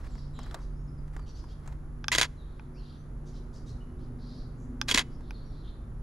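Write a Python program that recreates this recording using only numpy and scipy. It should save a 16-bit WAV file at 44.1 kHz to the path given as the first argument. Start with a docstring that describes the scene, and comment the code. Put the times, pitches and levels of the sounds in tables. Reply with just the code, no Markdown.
"""Reflex camera in scrubland

Two pictures are taken close to the microphone. Each time the button clicks, then mirror, curtains and
recocking gear knock and rattle in the body; a hand ticks and slides on the lens. Small birds whistle
and rasp in the bushes, far engines hum and light air rumbles on the microphone."""
import sys
import numpy as np
from scipy import signal
from scipy.fft import rfft, irfft
from scipy.io import wavfile
from scipy.ndimage import uniform_filter1d

SR = 44100
rng = np.random.default_rng(int(sys.argv[2]) if len(sys.argv) > 2 else 0)


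def wrap_up_sound(samples):
    """Save the sound to the file named by the first command line argument, as 16-bit audio."""
    columns = np.atleast_2d(samples).T
    # keep every value between -1 and 1, then stretch to whole-number steps
    tamed = np.clip(columns, -1, 1)
    steps = np.round(tamed * 32767).astype(np.int16)
    wavfile.write(sys.argv[1], SR, steps)


N = 265526
TIME = np.arange(N) / SR

# pictures: shutter opening t/s, mirror swing/s, relative release level/dB, mirror resonance f/Hz
SHOTS = [(2.184, .0325, -26, 2061), (4.9464, 0.018, -39.5, 3380)]
MIRROR_LEAD_S = 0.034   # mirror is up this long before the opening


def from_db(db):
    return 10 ** (np.asarray(db) / 20)


def unit_rms(x):
    return x / np.sqrt(np.mean(x ** 2) + 1e-20)


def in_time(rows):
    """Each column of a curve, at every sample."""
    s, *columns = np.transpose(rows)
    return [np.interp(TIME, s, c) for c in columns]


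def add(out, s, sound):
    """Mix a sound in at time s."""
    at = max(round(s * SR), 0)
    out[..., at:at + sound.shape[-1]] += sound[..., :N - at]


def held(t, start, length, rise_db_per_s, fall_db_per_s):
    """Envelope: rises to 1 at the start, holds, dies away."""
    early, late = np.maximum(start - t, 0), np.maximum(t - start - length, 0)
    return from_db(-rise_db_per_s * early - fall_db_per_s * late)


def drift(rate_hz):
    """Random curve, spread about 1."""
    knots = rng.standard_normal(1000)
    return np.interp(TIME * rate_hz, np.arange(len(knots)), knots)


def stereo_noise(size, side_db):
    """White mid/side noise as left and right."""
    mid, side = rng.standard_normal((2, size))
    return mid + from_db(side_db) * np.array([side, -side])


def colour(x, spectrum, size=8192):
    """Minimum-phase filter of unit power gain; spectrum rows: f/Hz, level/dB."""
    hz, db = np.transpose(spectrum)
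    log_f = np.log(np.maximum(np.arange(size // 2 + 1), 0.5) * SR / size)
    beyond = np.abs(log_f - np.clip(log_f, np.log(hz[0]), np.log(hz[-1])))
    log_gain = np.log(from_db(np.interp(log_f, np.log(hz), db))) - 2 * beyond   # 12 dB/octave skirts
    cepstrum = irfft(log_gain)
    response = irfft(np.exp(rfft(2 * cepstrum[:size // 2], size)))
    return signal.fftconvolve(x, [response / np.linalg.norm(response)])[:, :N]


def resonate(x, hz, width_hz):
    """One resonance, peak gain 1."""
    r = np.exp(-np.pi * width_hz / SR)
    poles = [1, -2 * r * np.cos(2 * np.pi * hz / SR), r * r]
    return signal.lfilter(np.array([1, 0, -1]) * (1 - r * r) / 2, poles, x + 1e-18)


def scatter(x, t60_s, side_db):
    """Diffuse echoes, unit gain."""
    tail = stereo_noise(SR, side_db) * from_db(-60 * TIME[:SR] / t60_s)
    return signal.fftconvolve(x, tail / np.linalg.norm(tail[0]), axes=1)[:, :N]


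def open_air(wind_gain_db=3.5, traffic_gain_db=7, murmur_db=-65, hiss_db=-77.5):
    """Wind rumble, far traffic, a midrange murmur and a thin steady hiss."""
    # wind and traffic strength: t/s, relative level/dB
    gusts = [(1.8, -42.5), (2.6, -47.5), (3.4, -45), (6.02, -44)]
    traffic_level = [(0.0, -57.5), (1.07, -59.5), (2.73, -61), (3.42, -57), (4.93, -56.5), (6.02, -59)]
    # noise spectra: f/Hz, relative density/dB
    wind_spectrum = [(18, -2.5), (32, -2), (45, 3), (60, -6.5), (80, -7.5), (110, -18.5)]
    traffic_spectrum = [(70, -18), (110, 6.5), (290, 0), (420, -6), (700, -17), (1300, -23), (1900, -32.5)]
    hiss_spectrum = [(2500, -1), (7400, -1), (8400, -13), (9200, -6.5), (10150, 7), (10700, 2.5),
                     (11300, -6.5), (13500, -11.5), (14300, -29)]
    murmur_spectrum = [(400, 4), (1300, 4.5), (2000, -5.5), (2800, -20.5)]
    wind_db, = in_time(gusts)
    traffic_db, = in_time(traffic_level)
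    wind = from_db(wind_db + wind_gain_db) * colour(stereo_noise(N, side_db=-20), wind_spectrum)
    wind *= from_db([[0], [1.5]])   # stronger on the right
    traffic = colour(stereo_noise(N, side_db=-18), traffic_spectrum)
    traffic *= from_db(traffic_db + traffic_gain_db)
    murmur = from_db(murmur_db) * colour(stereo_noise(N, side_db=-0.5), murmur_spectrum)
    hiss = from_db(hiss_db) * colour(stereo_noise(N, side_db=-5), hiss_spectrum)
    return wind + traffic + murmur + hiss


def engine_tone(hz, db, waver_db=3.5):
    """One engine line, its level wavering on the way through the air."""
    amplitude = np.sqrt(2) * from_db(db + waver_db * drift(7))
    return amplitude * np.sin(2 * np.pi * (np.cumsum(hz) / SR + rng.random()))


def engines(swell_at_s=4.62, swell_width_s=0.76, swell_db=-53.5, swell_hz=260.7, climb_hz_per_s=15):
    """Two far engines, one steady, one growing; a higher note climbs as it swells and fades."""
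    # steady engine: t/s, f/Hz, relative level/dB
    drone = [(0.0, 141.1, -47), (1.32, 145.9, -46.5), (5.87, 147.8, -49.5)]
    # growing engine, second harmonic: t/s, f/Hz, relative level/dB
    second_harmonic = [(0.2, 242, -55.5), (1.6, 243.8, -58.5), (4.88, 240.3, -48), (5.9, 233.7, -57.5)]
    # its fundamental: t/s, relative level/dB
    fundamental = [(0.29, -58.5), (3.29, -54.5), (3.34, -47), (5.9, -48.5)]
    drone_hz, drone_db = in_time(drone)
    second_hz, second_db = in_time(second_harmonic)
    bass_db, = in_time(fundamental)
    firing_hz = second_hz / 2
    orders_db = [bass_db - 2, second_db - 3, second_db - 14]
    growing = sum(engine_tone(k * firing_hz, db) for k, db in enumerate(orders_db, 1))
    t = TIME - swell_at_s
    swell = np.exp(-(t / swell_width_s) ** 2) * engine_tone(swell_hz + climb_hz_per_s * t, swell_db)
    return engine_tone(drone_hz, drone_db - 3) + growing + swell


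def syllable(length_s):
    """Progress 0-1 through a bird's note, and its rounded envelope."""
    u = np.linspace(0, 1, int(length_s * SR))
    return u, np.sqrt(np.abs(np.sin(np.pi * u)))


def whistle(length_s, hz, glide_oct, quaver_hz=55):
    """Gliding note with a fast quaver in pitch and flutter in level."""
    u, envelope = syllable(length_s)
    quaver, flutter = (unit_rms(uniform_filter1d(n, size=90)) for n in rng.standard_normal((2, len(u))))
    pitch_hz = hz * 2 ** (glide_oct * (u - 0.5)) + quaver_hz * quaver
    return envelope * unit_rms(np.exp(flutter / np.e) * np.sin(2 * np.pi * np.cumsum(pitch_hz) / SR))


def rasp(length_s, hz, width, throb_hz=95, throb_depth=0.25, chirp_db=-2, chirp_s=0.024):
    """Harsh call: a throbbing noise band with quick chirps inside it."""
    u, envelope = syllable(length_s)
    band = signal.butter(2, [hz * (1 - width / 2), hz * (1 + width / 2)], "band", fs=SR, output="sos")
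    throb = 1 + throb_depth * np.sin(2 * np.pi * throb_hz * length_s * u)
    chirps = np.concatenate([whistle(chirp_s, hz * (1 + width * pitch), width * bend)
                             for pitch, bend in rng.uniform(-0.46, 0.5, (30, 2))])
    harsh = unit_rms(signal.sosfilt(band, rng.standard_normal(len(u))))
    return envelope * unit_rms(throb * harsh + from_db(chirp_db) * np.resize(chirps, len(u)))


def birds(echo_db=-6, direct_db=-5):
    """Whistles, scolds and buzzes, scattered by the bushes."""
    # whistles: t/s, length/s, f/Hz, glide/octaves, relative level/dB
    notes = [(0.1, 0.043, 7400, -0.27, -63), (0.17, 0.034, 4830, -0.61, -55),
             (.333, 0.059, 7200, -0.26, -66), (0.326, 0.14, 3910, -.02, -59.5),
             (0.392, 0.056, 4930, -0.51, -57.5), (0.748, 0.066, 5350, 0.21, -72),
             (0.77, 0.11, 6650, 0, -76.5), (0.871, 0.03, 5140, -0.17, -66),
             (0.975, 0.022, 4960, -0.17, -64.5), (1.15, 0.13, 4620, -0.24, -67.5),
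             (1.284, 0.029, 5680, -0.15, -58), (1.339, 0.086, 4840, 0.23, -60),
             (2.367, 0.072, 3860, -.2, -60.5), (2.752, .048, 2700, 0.5, -61.5),
             (2.773, 0.041, 4370, -0.12, -59.5), (2.94, .09, 6040, .03, -73),
             (3.803, 0.022, 2950, 0.043, -60.5), (5.342, 0.026, 4280, -0.16, -56.5),
             (5.326, 0.036, 4370, 0, -63), (5.36, .12, 4460, 0, -68), (5.449, 0.055, 5610, -0.085, -66)]
    # short scolds: t/s, centre f/Hz, relative level/dB
    scolds = [(.595, 5100, -62), (1.258, 4280, -59), (1.35, 4660, -58), (1.478, 4200, -60),
              (3.254, 5050, -61), (3.33, 4330, -59.5), (3.528, 5200, -58), (3.66, 5130, -56.5)]
    # longer buzzes: t/s, length/s, centre f/Hz, width/centre, relative level/dB
    buzzes = [(0, 0.29, 4520, 0.52, -63.5), (0.341, 0.13, 3560, 0.327, -58.5),
              (2.39, 0.28, 3840, 0.29, -72), (2.74, 0.063, 5130, 0.2, -64.5),
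              (2.798, 0.18, 3910, 0.4, -60.5), (3.982, .09, 4280, 0.52, -67.5),
              (4.186, 0.28, 4425, 0.309, -57.5), (4.568, 0.12, 6640, 0.247, -69.5),
              (5.096, .075, 5010, 0.213, -66.5), (5.203, 0.29, 3950, 0.31, -64.5),
              (5.495, 0.15, 4100, 0.29, -63), (5.636, 0.082, 3700, 0.26, -57)]
    whistles, calls = np.zeros((2, N))
    for s, length_s, hz, glide_oct, db in notes:
        add(whistles, s, from_db(db) * whistle(length_s, hz, glide_oct))
    for s, hz, db in scolds:
        add(calls, s, from_db(db) * rasp(length_s=0.0643, hz=hz, width=0.66))
    for s, length_s, hz, width, db in buzzes:
        add(calls, s, from_db(db) * rasp(length_s, hz, width))
    direct = calls + from_db(-2.5) * whistles   # whistlers are farther off
    echoes = scatter([calls + whistles], t60_s=0.55, side_db=-3)
    return from_db(direct_db) * direct + from_db(echo_db) * echoes


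def knocks(rows, side_db, part_q, casing_db, casing_t60_s, casing_hz):
    """Each contact is a brief crunch coloured by the part hit; the duller casing sounds with it."""
    out, t = np.zeros((2, N)), TIME[:SR // 5]
    lowpass = signal.butter(2, casing_hz, fs=SR, output="sos")
    casing_decay = from_db(casing_db - 60 * t / casing_t60_s)
    for s, db, t60_s, hz, boost_db in rows:
        crunch = stereo_noise(len(t), side_db) * from_db(-60 * t / t60_s)
        casing = signal.sosfilt(lowpass, stereo_noise(len(t), side_db)) * casing_decay
        part = (from_db(boost_db) - 1) * resonate(crunch, hz, hz / part_q)
        add(out, s, from_db(db) * (crunch + casing + part))
    return out


def fingers(tick_t60_s=0.029, fade_db_per_s=201):
    """Soft ticks and a dull, lumpy rustle of the hand on the lens barrel."""
    # touches: t/s, relative level/dB, resonance f/Hz, boost/dB
    touches = [(0.153, -51, 2100, 10), (0.179, -57, 1920, 17), (0.39, -40, 1000, -3),
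               (.432, -51, 7150, 15.5), (0.511, -42.5, 3400, 8.5), (0.544, -31, 3800, 9.5),
               (1.165, -43, 1570, 8), (1.194, -49.5, 1200, 10), (1.44, -54, 960, 12),
               (1.676, -43.5, 7250, 8.5), (5.207, -56.5, 1000, 13)]
    # slides: t/s, length/s, relative level/dB
    slides = [(0, 0.069, -59), (0.422, 0.15, -59), (1.09, .115, -67), (1.68, 0.035, -61)]
    # contact spectra: f/Hz, relative level/dB
    tick_spectrum = [(400, -3), (900, 3), (1700, -2.5), (2900, -15), (4000, -15), (7500, -16), (14000, -33)]
    rustle_spectrum = [(600, -6), (900, -1), (2000, -6), (2800, -16.5), (8000, -23), (13000, -32)]
    rows = [(s, db, tick_t60_s, hz, boost_db) for s, db, hz, boost_db in touches]
    ticks = knocks(rows, side_db=-11, part_q=8.6, casing_db=-11.5, casing_t60_s=0.24, casing_hz=1230)
    sliding = sum(from_db(db) * held(TIME, s, length_s, fade_db_per_s, fade_db_per_s)
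                  for s, length_s, db in slides)
    catches = from_db(5 * np.minimum(drift(110), 2) - 1)
    rustle = sliding * catches * stereo_noise(N, side_db=-8)
    return colour(ticks, tick_spectrum) + colour(rustle, rustle_spectrum)


def button_clicks(rows, modes, q=13):
    """A short push rings the modes; a slow finger dulls the contact."""
    push, n = np.zeros(N), np.arange(SR // 20)
    for s, db, dull_hz in rows:
        r = np.exp(-2 * np.pi * dull_hz / SR)
        add(push, s, from_db(db) * (1 - r) ** 2 * (n + 1) * r ** n)   # two-pole low-pass pulse
    return sum((-1) ** k * from_db(db) * resonate(push, hz, hz / q) for k, (hz, db) in enumerate(modes))


def button(casing_db=-11, bushes_db=-34):
    """Pressed, the dome under the button snaps over; let go, the button knocks against its collar."""
    # presses and returns: t/s, relative level/dB, contact cutoff f/Hz
    presses = [(2.0427, -7.5, 3200), (2.0828, 2, 13000), (4.8146, 0.5, 13100)]
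    returns = [(2.5959, -13.5, 2860), (5.3081, -10.5, 11100)]
    # modes of the dome with its seat, and of the collar: f/Hz, gain/dB
    dome_modes = [(850, 6), (1170, 8), (1560, 13), (2500, 7), (3380, 8.5), (5200, 9), (6200, 4),
                  (11500, -13)]
    collar_modes = [(870, 9), (1500, 7), (2450, 7.5), (3450, -7), (4900, -4), (6100, -8.5), (10200, -13),
                    (12000, -20)]
    clicks = button_clicks(presses, dome_modes) + button_clicks(returns, collar_modes)
    casing = from_db(casing_db) * scatter([clicks], t60_s=0.054, side_db=4.5)
    return clicks + casing + from_db(bushes_db) * scatter([clicks], t60_s=0.4, side_db=-5.5)


def blow_rows(release_t60_s=0.13, stop_db=-21, stop_t60_s=0.027, stop_hz=3300,
              mirror_boost_db=11, part_boost_db=7):
    """Contacts of both pictures: the mirror is let go and hits its stop; the other parts strike."""
    # mirror lever, mirror bounce, curtain, its brake and rebound, mirror return, its bounce, cocking latch:
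    # t/s from the opening, relative level/dB, t60/s, resonance f/Hz
    cycle = [(-.0575, -26.5, 0.027, 4163), (-.0245, -26, 0.022, 3000), (-.0005, -13, 0.018, 1950),
             (0.011, -23, .018, 4500), (.017, -27, .022, 4390), (0.029, -16.5, 0.02, 3458),
             (0.0365, -19.5, 0.017, 2500), (.046, -21, 0.028, 3216)]
    rows = []
    for opening_s, swing_s, release_db, mirror_hz in SHOTS:
        up_s = opening_s - MIRROR_LEAD_S
        rows.append((up_s - swing_s, release_db, release_t60_s, mirror_hz, mirror_boost_db))
        rows.append((up_s, stop_db, stop_t60_s, stop_hz, mirror_boost_db))
        rows += [(opening_s + s, *blow, part_boost_db) for s, *blow in cycle]
    return rows


def snaps(rows, t60_s=0.008, highpass_hz=6500):
    """Metal meets metal in the first instant of a blow: a short, bright snap."""
    out, t = np.zeros((2, N)), TIME[:SR // 20]
    for s, db, *_ in rows:
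        add(out, s, from_db(db - 60 * t / t60_s) * stereo_noise(len(t), side_db=-8.5))
    return signal.sosfilt(signal.butter(2, highpass_hz, "high", fs=SR, output="sos"), out)


def chatter(grain_db=1.5, slowing_s=0.031, dulling_db_per_s=250, dull_hz=2800):
    """Levers and gear teeth rattle through each cycle, duller as the gear slows."""
    # mirror lift, curtain drive, recocking: t/s from the opening, length/s, relative level/dB, sag/(dB/s)
    gear_runs = [(-.062, 0.038, -31, -0.5), (-.0035, 0.025, -27.5, 246.5), (0.03, .04, -24.5, 229)]
    out, t = np.zeros((2, N)), np.arange(-SR // 10, SR // 8) / SR
    drive = np.max([from_db(db - sag * np.maximum(t - s, 0))
                    * held(t, s, length_s, rise_db_per_s=4003, fall_db_per_s=1205.5)
                    for s, length_s, db, sag in gear_runs], axis=0)
    treble = from_db(-dulling_db_per_s * np.maximum(t - slowing_s, 0))
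    for opening_s, *_ in SHOTS:
        teeth = np.repeat(rng.standard_normal(len(t)), 24)[:len(t)]   # 24-sample grains
        rattle = drive * unit_rms(from_db(grain_db * teeth)) * stereo_noise(len(t), side_db=-14)
        dull = signal.sosfilt(signal.butter(1, dull_hz, fs=SR, output="sos"), rattle)
        add(out, opening_s + t[0], dull + treble * (rattle - dull))
    return out


def thuds(mirror_db=-34, curtain_db=-27, t60_s=0.054):
    """The whole camera jolts when the mirror stops and when the curtains fire."""
    out, t = np.zeros((2, N)), TIME[:SR // 5]
    for opening_s, *_ in SHOTS:
        for s, db in [(opening_s - MIRROR_LEAD_S, mirror_db), (opening_s, curtain_db)]:
            add(out, s, from_db(db - 60 * t / t60_s) * stereo_noise(len(t), side_db=-21.5))
    return colour(out, [(70, -4.5), (280, 1.5), (550, 1), (800, -16)])


def shutter(body_db=-1.5, bushes_db=-37):
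    """Blows and gear chatter shake the camera body and set its springs ringing."""
    # body colour: f/Hz, relative level/dB
    body_spectrum = [(120, -50.5), (200, -16), (352, -11), (641, -8.5), (842, -14.5), (992, -10),
                     (2060, -1.5), (2330, -3.5), (3420, -3.5), (7400, -10), (8000, -15), (10700, -19.5),
                     (11300, -27), (12400, -22), (15500, -47.5)]
    # body resonances: f/Hz, width/Hz, gain/dB
    body_modes = [(982, 93, 6.5), (1230, 45, -3), (1620, 90, -1.5), (2000, 160, -5.5), (2520, 73, -4),
                  (3324, 50, 0.5), (3760, 63, -3.5), (4640, 70, 1), (6630, 170, -3.5), (7000, 210, -3),
                  (8900, 170, 1), (9463, 150, 1)]
    # spring modes: f/Hz, impulse response level/dB, t60/s
    springs = [(2255, -86, .4), (2990, -81, .4), (3880, -86, .35), (4985, -82, .5)]
    rows, t = blow_rows(), TIME[:SR]
    blows = knocks(rows, side_db=-10, part_q=14, casing_db=-12.5, casing_t60_s=0.045, casing_hz=1400)
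    shaken = colour(blows + snaps(rows) + chatter(), body_spectrum)
    resonances = sum(from_db(db) * resonate(shaken, hz, width_hz) for hz, width_hz, db in body_modes)
    body = from_db(body_db) * (shaken + resonances)
    ring = sum(from_db(db - 60 * t / t60_s) * np.sin(2 * np.pi * hz * t) for hz, db, t60_s in springs)
    ringing = signal.fftconvolve(body, [ring])[:, :N]
    echoes = from_db(bushes_db) * scatter(body, t60_s=0.58, side_db=-7.5)
    return body + ringing + echoes + thuds()


def mic_ports(x):
    """The two microphone ports hear the near camera with different colour and delay."""
    # left relative to right: f/Hz, level/dB, phase lead/rad
    balance = [(600, -1, -0.06), (1200, 1.3, 0), (1700, 1.5, -0.62), (3000, -3, -0.84), (5300, -1, -0.29),
               (8000, 1, 0.16), (12500, 3.5, -0.069)]
    log_hz = np.log(np.maximum(np.arange(N // 2 + 1) * SR / N, 1))
    at_hz, *columns = np.transpose(balance)
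    db, lead_rad = (np.interp(log_hz, np.log(at_hz), c) for c in columns)
    half = np.array([[0.5], [-0.5]])
    return irfft(rfft(x) * from_db(half * db) * np.exp(1j * half * lead_rad), N)


def scene():
    return mic_ports(shutter() + button() + fingers()) + birds() + engines() + open_air()


def record(dry):
    """Steep low-pass."""
    cutoff_hz = 15900
    return signal.sosfilt(signal.ellip(10, 0.1, 80, cutoff_hz, fs=SR, output="sos"), dry)


dry = scene()
out = record(dry)
wrap_up_sound(out)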